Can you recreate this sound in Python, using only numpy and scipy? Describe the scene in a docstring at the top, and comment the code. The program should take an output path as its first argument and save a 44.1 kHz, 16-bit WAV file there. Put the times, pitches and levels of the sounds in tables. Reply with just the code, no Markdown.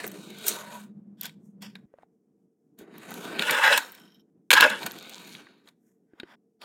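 """A light tap, then a fingerboard's small wheels rattle across a wooden tabletop, close by.
Grit shakes the deck, trucks and loose axles; seams, pops and landings knock the same parts.
The board rides a hollow card ramp twice, louder, its lifted wheels spinning down in between.
Fingers scuff and tap, the table drones low, and a small room answers."""
import sys
import numpy as np
from scipy import signal
from scipy.fft import rfft, irfft
from scipy.io import wavfile
from scipy.ndimage import uniform_filter1d

SR = 44100
rng = np.random.default_rng(int(sys.argv[2]) if len(sys.argv) > 2 else 0)


def inscribe(sig):
    """Save sig as 16-bit PCM at rate SR to the path in sys.argv[1].

    A 1-D sig is mono; a 2-D sig holds one channel per row.
    Samples are clipped to [-1, 1] before scaling.
    """
    pcm = np.round(np.clip(np.atleast_2d(sig).T, -1, 1) * 32767)
    wavfile.write(sys.argv[1], SR, pcm.astype(np.int16))


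N = 292824
T = np.arange(N) / SR

# Fader curves, one list per roll: t/s, deck/dB, axles/dB, trucks/dB, surface/dB, table/dB
ROLLS = [
    [(0.0, -37.5, -47, -39.5, -43.5, -66), (0.034, -46.5, -52, -50.5, -49.5, -70),
     (0.046, -38, -43, -58, -34.5, -85), (0.088, -55.5, -57.5, -56.5, -48.5, -57),
     (0.34, -56, -59.5, -53, -52, -51), (0.41, -54, -54, -48, -60, -53.5),
     (0.452, -47.5, -49.5, -43, -47.5, -74.5), (0.486, -38.5, -25.5, -39, -46.5, -69.5),
     (0.506, -42.5, -38, -38, -41, -66.5), (0.644, -44, -53, -54.5, -57, -67),
     (0.676, -52.5, -58, -57, -56.5, -62), (0.738, -47, -51.5, -54, -62, -76),
     (0.844, -58, -62, -63, -63, -70), (0.92, -85, -100, -94, -65, -73)],
    [(2.77, -95, -100, -102, -77, -74), (2.79, -58, -57, -59, -58, -62),
     (2.868, -61.5, -85, -79, -51.5, -56.5), (2.974, -53.5, -67.5, -59.5, -55.5, -45),
     (3.156, -45.5, -51, -54, -50, -45), (3.382, -41.5, -56, -45, -40, -49),
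     (3.392, -33, -46, -39, -43, -40.5), (3.472, -30, -39.5, -30.5, -38, -52),
     (3.498, -23.5, -45.5, -33.5, -41, -53.5), (3.506, -24.5, -37, -27.5, -29, -37),
     (3.554, -21.5, -40.5, -28, -35, -55), (3.604, -22.5, -39, -30.5, -31, -63.5),
     (3.626, -19.5, -41, -28, -41, -62.5), (3.646, -16, -34.5, -23, -33.5, -57.5),
     (3.69, -18, -41, -26.5, -36, -62), (3.716, -16.5, -31.5, -22, -20, -59),
     (3.732, -20.5, -34.5, -20.5, -31.5, -58.5), (3.758, -27.5, -41, -26.5, -37.5, -58),
     (3.78, -23, -30.5, -28, -37, -52.5), (3.8, -33, -45, -37.5, -53, -62),
     (3.86, -50, -55, -57, -58, -57.5), (4.0, -59, -67, -62.5, -65, -57.5),
     (4.2, -79.5, -89, -85.5, -81, -65), (4.244, -99, -101, -99, -78, -70),
     (4.3, -88, -109, -114, -77, -65)],
    [(4.505, -24.5, -17, -13.5, -34, -54.5), (4.517, -19, -23.5, -17, -36.5, -51),
     (4.523, -27, -31.5, -30, -38.5, -47), (4.529, -29.5, -33.5, -29, -39.5, -46.5),
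     (4.533, -12, -24.5, -18.5, -32.5, -43), (4.539, -23, -21.5, -21, -33.5, -39.5),
     (4.549, -22, -36, -28, -35.5, -41), (4.577, -14, -34.5, -19.5, -45.5, -52.5),
     (4.598, -21, -45.5, -29.5, -43, -46.5), (4.607, -22.5, -37, -18.5, -32, -41),
     (4.623, -20, -37, -23, -29.5, -44.5), (4.643, -16, -42.5, -17.5, -30.5, -47.5),
     (4.665, -20, -42, -31.5, -22, -47), (4.691, -30, -49, -28.5, -40.5, -62),
     (4.697, -28.5, -43.5, -34, -37, -49), (4.725, -27.5, -50, -34.5, -40, -44.5),
     (4.803, -46.5, -56.5, -47.5, -47.5, -55), (4.835, -39, -50, -41.5, -46, -43.5),
     (4.855, -43, -58, -52, -45, -40.5), (4.865, -32, -40, -32.5, -52, -51),
     (4.877, -41, -54, -46, -59, -46), (4.905, -44.5, -56.5, -54, -55, -53.5),
     (5.009, -55, -61, -51, -57, -50.5), (5.347, -53, -56, -50.5, -60.5, -55.5),
     (5.501, -62, -80, -64.5, -65, -61), (5.585, -70, -83.5, -68, -68, -62.5),
     (5.633, -74, -89, -82, -77, -63), (5.66, -69, -72, -61, -81, -59)],
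]
# How loosely the axles tick, one row per roll: trim/dB
LOOSENESS = [(-5.5,), (-8.5,), (0.87,)]
# Rides on the ramp: start/s, end/s
ON_RAMP = [(3.422, 3.8), (4.5, 4.8)]
# Fingers and board scuff the table: peak/s, rise/s, fall/s, deck/dB, axles/dB, trucks/dB
SCUFFS = [(1.249, 0.077, 0.1, -44, -46.5, -39.5), (1.46, 0.12, .15, -93, -72, -100),
          (1.626, 0.019, 0.13, -46, -50, -39), (1.753, 0.012, .13, -60, -74, -70),
          (2.03, 0.26, 0.041, -66, -85, -101), (5.682, 0.083, 0.073, -57.5, -65, -65.5),
          (5.88, 0.23, 0.25, -83, -77.5, -100), (6.2, 0.14, 0.16, -58.5, -79, -74),
          (6.309, 0.17, 0.26, -52, -74.5, -66), (6.62, 0.027, .8, -47, -60, -49)]
# Seams, pops and landings: t/s, trucks/dB, axles/dB re trucks
KNOCKS = [(0.067, -50, 9.5), (0.077, -40.5, 7), (0.116, -41.5, 2.5), (0.303, -42.5, -1), (0.386, -40, -0.5),
          (0.442, -28.5, -12), (0.4672, -33, 6.5), (0.4821, -21, 4), (0.4987, -31.5, 3), (0.526, -39, -11),
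          (1.2327, -34, 3), (1.2553, -29, -0.5), (1.2943, -40, -12), (1.6206, -41, -1.5), (2.7886, -52, 5),
          (2.9814, -47, 4), (3.107, -46, 6), (3.1403, -33.5, 0.5), (3.3939, -13.5, -13.5),
          (3.4221, -16, -9.5), (3.509, -14, -0.5), (3.6386, -12.5, -22), (3.7261, -10, -19.5),
          (3.7767, -11, -3), (3.92, -58.5, 11.5), (3.9496, -43.5, 1), (4.5048, -5, -19.5),
          (4.5141, -2.5, -8), (4.5296, -2, -9), (4.5359, -5.5, -5.5), (4.551, -13.5, -10),
          (4.566, -13.5, -14.5), (4.5735, -15, -10.5), (4.601, -11, -18), (4.6079, -4.5, -4),
          (4.6399, -12.5, -8.5), (4.6995, -21.5, -6.5), (4.8301, -25, -13), (4.8632, -25.5, 2.5),
          (5.095, -35.5, -0.5), (5.3502, -30.5, -23), (5.674, -44.5, -15), (5.6875, -42.5, -9),
          (6.6169, -38, -12)]
# Duller blows: finger taps on the surface and deck-heavy knocks on the ramp: t/s, thud/dB, deck/dB re thud,
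# trucks/dB re thud, thud f/Hz
TAPS = [(0.0424, -31, 4.5, 1, 457), (1.7541, -53, 19, 21.5, 407), (1.939, -38.5, -22, -42, 528),
        (1.986, -41, -12, -27, 650), (2.0325, -39.5, -28, -27, 758), (2.8114, -35, -26, -17, 420),
        (3.4955, -30.5, 24, 14.5, 449), (3.664, -31, 20.5, 11.5, 486), (4.581, -30, 20.5, 12.5, 500),
        (4.627, -27, 29, 9, 446.6), (4.65, -33, 15, -3, 448), (5.469, -66, 26, 10, 399.5),
        (6.1343, -42.5, -17, -32, 319), (6.1995, -40, 11, 12.5, 240), (6.2325, -29.5, -6.5, -14, 353)]
# The clearest axle ticks: t/s, level/dB, top ring/dB re level
CLEAR_TICKS = [(0.483, -14.5, 10), (1.2114, -27, 8), (1.2148, -28, 10), (1.2656, -35, 7),
               (1.7654, -50, -33), (3.999, -47, 2), (4.145, -62, 8), (4.207, -68, 5), (4.8094, -40, -10),
               (4.8174, -42, -21), (4.8364, -31, -2), (4.879, -38, -19), (4.8864, -42, -12),
               (4.903, -44, -19), (4.9116, -26.5, -11), (4.9188, -36.5, 11), (4.9394, -52, -17),
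               (4.9646, -51, -12), (4.981, -38, -10), (4.988, -30, -4), (4.9994, -35, -19),
               (5.0107, -40, -20), (5.027, -33, -6), (5.0324, -45, -16), (5.059, -38, -15),
               (5.0834, -42, -10), (5.101, -34, -22), (5.1256, -41, -22), (5.1362, -31, -28),
               (5.1452, -25.5, -26), (5.1561, -31, -23), (5.182, -31, -24)]
# Resonances of each part: f/Hz, width/Hz, level/dB
DECK_ON_TABLE = [(705, 490, -4), (949, 56, 2), (1162, 370, -5.5), (1516, 110, 0), (1820, 430, -4)]
DECK_ON_RAMP = [(858, 77, -4), (1022, 190, -8.5), (1302, 73, -6.5), (1462.6, 58, -0.5), (1645, 98, 1),
                (1760, 37, -2.5), (1896, 180, -7.5), (2092, 49, -9)]
TRUCKS = [(2250, 430, 3.5), (3060, 500, -3.5), (3460, 530, 1.5), (3861, 210, 3), (4250, 200, 3),
          (4740, 710, -15.5)]
TRUCKS_ON_RAMP = [(2280, 150, 3), (2591, 94, 3.5), (2856, 380, 3), (3380, 150, -2.5), (3510, 110, -2),
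                  (3940, 140, -5), (4250, 140, -8.5), (5100, 580, -13)]
TRUCKS_FREE = [(2340, 1100, -4.5), (3450, 460, 4), (4460, 560, -3.5), (5400, 1300, -4.5)]  # no finger on the deck
AXLES = [(5980, 820, 2), (6810, 640, 4), (8130, 1700, 3), (9970, 2500, -4), (11800, 1700, 1),
         (14600, 2900, -6)]
SURFACE = [(335, 70, 1), (420, 77, 0.5), (540, 42, -5), (586, 91, -5)]  # tabletop under the wheels
RAMP = [(313, 130, -11), (475, 49, -2), (586, 84, 1)]
SNAP = [(12800, 1700, 0.00027), (14800, 1600, 0.0012)]  # bright edge of a knock
TICK = [(2440, 160, -7.5), (3820, 1200, 6.5), (6830, 1500, -0.5), (9140, 700, -6.5)]  # loose axle
TICK_TOP = [(11870, 1500, -2), (13600, 1400, -3)]
SPIN = [(3116, 170, 6.5), (3824, 190, 1), (5400, 287, 3.5), (13100, 1000, -13)]  # lifted wheels
SING = [(600, 47, -3.5), (959, 50, 0)]  # coasting wheel
TABLE = [(162, 58, -7), (193, 49, -0.5), (270, 110, -4)]  # the tabletop's lowest modes
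HUM = [(165, 57, -6.5), (192, 18, -1.5), (203, 15.8, 4.5), (235, 190, -18)]
# Colour of the room tone: f/Hz, relative level/dB
ROOM = [(24, -82.5), (40, -52.5), (112, -17), (417, -4.5), (461, 2), (497, -21.5), (656, -24.5), (744, -16),
        (844, -36.5), (4340, -47.5), (5580, -39.5), (8360, -41), (16500, -45.5)]

ROLL_TRIM_DB, KNOCK_TRIM_DB, TICK_TRIM_DB = -0.5, -6.5, -2
WANDER_DB, WANDERS_PER_S = 0.9, 14  # each resonance swells and fades as the wheels move on
STOPS_S = [1.855, 6.355]  # scuffs and echo stop dead here; the hum ends at the first
SILENT_DB = -130


def rolling(grit_db=3.0, bump_db=0.68, bumps_per_s=130):
    """Grit of uneven size, bunched by bumps, shakes all the parts at once; scuffs swell on top."""
    grains = rng.standard_normal(N)
    size_db = grit_db * np.minimum(rng.exponential(size=N), 5.5)
    shake = unit(grains * undb(size_db + bump_db * walk(bumps_per_s)))
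    deck = undb(scuffed(fader(1), part=0)) * riding(shake, DECK_ON_TABLE, DECK_ON_RAMP)
    axles = undb(scuffed(fader(2), part=1)) * unit(ring(shake, AXLES, WANDER_DB))
    trucks = undb(fader(3)) * riding(shake, TRUCKS, TRUCKS_ON_RAMP)
    free_trucks = undb(scuffed(SILENT_DB, part=2)) * unit(ring(shake, TRUCKS_FREE, WANDER_DB))
    surface = undb(fader(4)) * riding(shake, SURFACE, RAMP)
    return undb(ROLL_TRIM_DB) * (deck + axles + trucks + free_trucks + surface)


def riding(shake, table_modes, ramp_modes):
    """A part rings with whatever the board stands on, crossfading between table and ramp."""
    ramp = uniform_filter1d(sum(gate(start, end) for start, end in ON_RAMP), size=1500)
    on_table = unit(ring(shake, table_modes, WANDER_DB))
    on_ramp = unit(ring(shake, ramp_modes, WANDER_DB))
    return on_table * (1 - ramp) + on_ramp * ramp


def scuffed(base_db, part, drop_db=40):
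    """Each scuff pushes a part's level up and lets it fall (part 0 deck, 1 axles, 2 trucks)."""
    level_db = np.full(N, base_db, dtype=float)
    for peak_s, rise_s, fall_s, *peaks_db in SCUFFS:
        start, end = peak_s - rise_s, peak_s + fall_s
        stop = min([end] + [s for s in STOPS_S if s > peak_s])
        span = slice(int(start * SR), int(stop * SR))
        swell_db = peaks_db[part] - np.interp(T[span], [start, peak_s, end], [drop_db, 0, drop_db])
        level_db[span] = np.maximum(level_db[span], swell_db)
    return level_db


def knocks(snap_db=-4.5, snap_slope=2.7, surface_db=-25):
    """Seams, pops and landings hit the trucks; on the hollow ramp the deck answers louder."""
    blows = []
    for s, db, axles in KNOCKS:
        deck = -2 if any(start < s < end for start, end in ON_RAMP) else -15
        snap = snap_db + snap_slope * axles
        blows.append((s, db, db + deck, db + axles, db + snap, db + surface_db))
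    return strike(blows, t60_s=0.025)


def taps(axles_db=-18.5, snap_db=-50):
    """Taps on the surface and duller knocks on the ramp jog the deck and trucks, with little top end."""
    blows = [(s, db + trucks, db + deck, db + trucks + axles_db, db + trucks + snap_db)
             for s, db, deck, trucks, _ in TAPS]
    return strike(blows, t60_s=0.022)


def strike(blows, t60_s, click_gain=7.5, finger_damping=3.6):
    """Each blow is a click and a short rattle. Rows: t/s, then level/dB for each part struck."""
    rattle = rng.standard_normal(N)
    t = np.arange(SR // 10) / SR
    fade = undb(-60 * t / t60_s)
    # Pressing fingers widen the deck's resonances.
    pressed_deck = [(hz, finger_damping * width, db) for hz, width, db in DECK_ON_RAMP]
    parts = (TRUCKS, pressed_deck, AXLES, SNAP, SURFACE)
    times, *levels = zip(*blows)
    out = 0
    for modes, part_db in zip(parts, levels):
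        envelope = place((s, undb(db) * fade) for s, db in zip(times, part_db))
        click = click_gain * np.maximum(np.diff(envelope, prepend=0), 0)
        # A wide resonance needs less drive than a narrow one for the same peak.
        response = ring(signal.unit_impulse(300), modes) ** 2
        power = click_gain ** 2 * response + np.convolve(response, fade[:300] ** 2)[:300]
        out += ring(envelope * rattle + click, modes, wander_db=0.6) / (2 * np.sqrt(power.mean()))
    return undb(KNOCK_TRIM_DB) * out


def thuds(rise_cycles=0.3, t60_cycles=12):
    """Under each dull blow the surface swings a few times and is quickly damped."""
    events = []
    for s, db, _, _, hz in TAPS:
        cycles = hz * np.arange(SR // 10) / SR
        envelope = undb(db - 60 * cycles / t60_cycles) * np.minimum(cycles / rise_cycles, 1)
        events.append((s, envelope * np.sin(2 * np.pi * cycles)))
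    return place(events)


def axle_ticks(ticks_per_s=130, spread_db=4.5, whirr=0.03):
    """Loose axles tick: small random ticks over a steady whirr, and the clearest one by one."""
    hits = (rng.random(N) < ticks_per_s / SR) * undb(spread_db * np.minimum(rng.exponential(size=N), 2))
    chatter = unit(ring(hits + whirr * rng.standard_normal(N), TICK))
    loose_db = sum(db * gate(roll[0][0], roll[-1][0]) for (db,), roll in zip(LOOSENESS, ROLLS))
    out = undb(fader(2) + TICK_TRIM_DB + loose_db) * chatter
    times, tick_db, top_db = np.array(CLEAR_TICKS).T
    for modes, db in ((TICK, tick_db), (TICK_TOP, tick_db + top_db)):
        clicks = np.zeros(N)
        clicks[(times * SR).astype(int)] = undb(db)
        peak = np.abs(ring(signal.unit_impulse(999), modes)).max()
        out += ring(clicks, modes) / peak
    return out


def wheel_spin(start_s=3.82, end_s=4.22, start_hz=75, end_hz=30, level_db=-54, fade_db=-17):
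    """Lifted wheels tick unevenly on their axles, ever slower and fainter."""
    progress = np.clip((T - start_s) / (end_s - start_s), 0, 1)
    turn_hz = (start_hz + (end_hz - start_hz) * progress) * (1 + 0.15 * walk(30))
    turns = np.cumsum(turn_hz) / SR
    pulses = 0.18 + np.exp(-(turns % 1) / 0.2)
    chatter = pulses * rng.standard_normal(N) * undb(walk(40))
    return unit(ring(chatter, SPIN)) * undb(level_db + fade_db * progress) * gate(start_s, end_s)


def wheel_sing(start_s=0.53, end_s=0.78, level_db=-48):
    """A wheel sings as the board coasts out: a narrow, fluttering tone that swells in and out."""
    swell = uniform_filter1d(gate(start_s, end_s), size=2000)
    return undb(level_db) * swell * unit(ring(rng.standard_normal(N), SING))


def table_drone(idle_db=-70.5):
    """The tabletop's lowest modes rumble under the wheels and idle faintly between rolls."""
    level_db = np.maximum(fader(5), idle_db) + 1.5 * walk(12)
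    return undb(level_db) * unit(ring(rng.standard_normal(N), TABLE))


def hum(level_db=-50.5):
    """A low, wavering hum lies under the opening."""
    envelope = undb(level_db + 0.6 * walk(18)) * (T < STOPS_S[0])
    return envelope * unit(ring(rng.standard_normal(N), HUM))


def room_echo(board, level_db=-27, t60_s=0.3, rise_s=0.0033, lowpass_hz=5000):
    """A small room's diffuse tail, dull on top and choked at each stop."""
    t = np.arange(SR // 2) / SR
    tail = rng.standard_normal(len(t)) * undb(-60 * t / t60_s) * np.minimum(t / rise_s, 1)
    tail = signal.lfilter(*signal.butter(1, lowpass_hz, fs=SR), tail)
    stretches = np.split(board, [int(s * SR) for s in STOPS_S])
    wet = [signal.fftconvolve(x, tail)[:len(x)] for x in stretches]
    return undb(level_db) * np.concatenate(wet) / np.linalg.norm(tail)


def room_tone(level_db=-73.5):
    """A faint, dull bed of noise that wavers."""
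    hz = np.maximum(np.arange(N // 2 + 1) * SR / N, 1)
    room_hz, room_db = np.array(ROOM).T
    colour = undb(np.interp(np.log(hz), np.log(room_hz), room_db))
    bed = unit(irfft(rfft(rng.standard_normal(N)) * colour, N))
    return bed * undb(level_db + 0.48 * walk(24))


def ring(x, modes, wander_db=0):
    """Sum of steep resonances, each applied twice; neighbours alternate in sign."""
    out = 0
    for k, (hz, width, db) in enumerate(modes):
        b, a = signal.iirpeak(hz, hz / (1.443 * width), SR)
        if wander_db:
            db = db + wander_db * walk(WANDERS_PER_S)
        out += (-1) ** k * undb(db) * signal.lfilter(b, a, signal.lfilter(b, a, x))
    return out


def fader(column):
    """One column of ROLLS as a curve in dB, silent between rolls."""
    level_db = np.full(N, SILENT_DB, dtype=float)
    for roll in map(np.array, ROLLS):
        inside = (T >= roll[0, 0]) & (T <= roll[-1, 0])
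        level_db[inside] = np.interp(T[inside], roll[:, 0], roll[:, column])
    return level_db


def walk(steps_per_s):
    """Glides between random values; spread about 2.3."""
    hold = int(SR / steps_per_s)
    steps = np.repeat(rng.standard_normal(N // hold + 1), hold)
    return 2.81 * uniform_filter1d(steps, hold)[:N]


def place(events):
    """Lay (t/s, sound) pairs on one track."""
    track = np.zeros(N)
    for s, sound in events:
        i = int(s * SR)
        track[i:i + len(sound)] += sound[:N - i]
    return track


def gate(start_s, end_s):
    """1 between the two times, else 0."""
    return 1.0 * ((T > start_s) & (T < end_s))


def undb(db):
    """Decibels to gain."""
    return 10 ** (db / 20)


def unit(x):
    """Scale to rms 1."""
    return x / np.sqrt(np.mean(x ** 2))


def scene():
    """Board, table and room in mono."""
    board = rolling() + knocks() + taps() + thuds() + axle_ticks() + wheel_spin() + wheel_sing()
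    return (board + room_echo(board) + table_drone() + hum() + room_tone())[None]


def record(dry):
    """The microphone rounds the loudest peaks, thins the deepest bass and cuts the top."""
    drive, low_hz, top_hz = 0.6, 45, 16600
    rounded = np.tanh(drive * dry) / drive
    thin = signal.lfilter(*signal.butter(2, low_hz, "high", fs=SR), rounded)
    return signal.sosfilt(signal.ellip(10, 0.2, 80, top_hz, fs=SR, output="sos"), thin)


dry = scene()
out = record(dry)
inscribe(out)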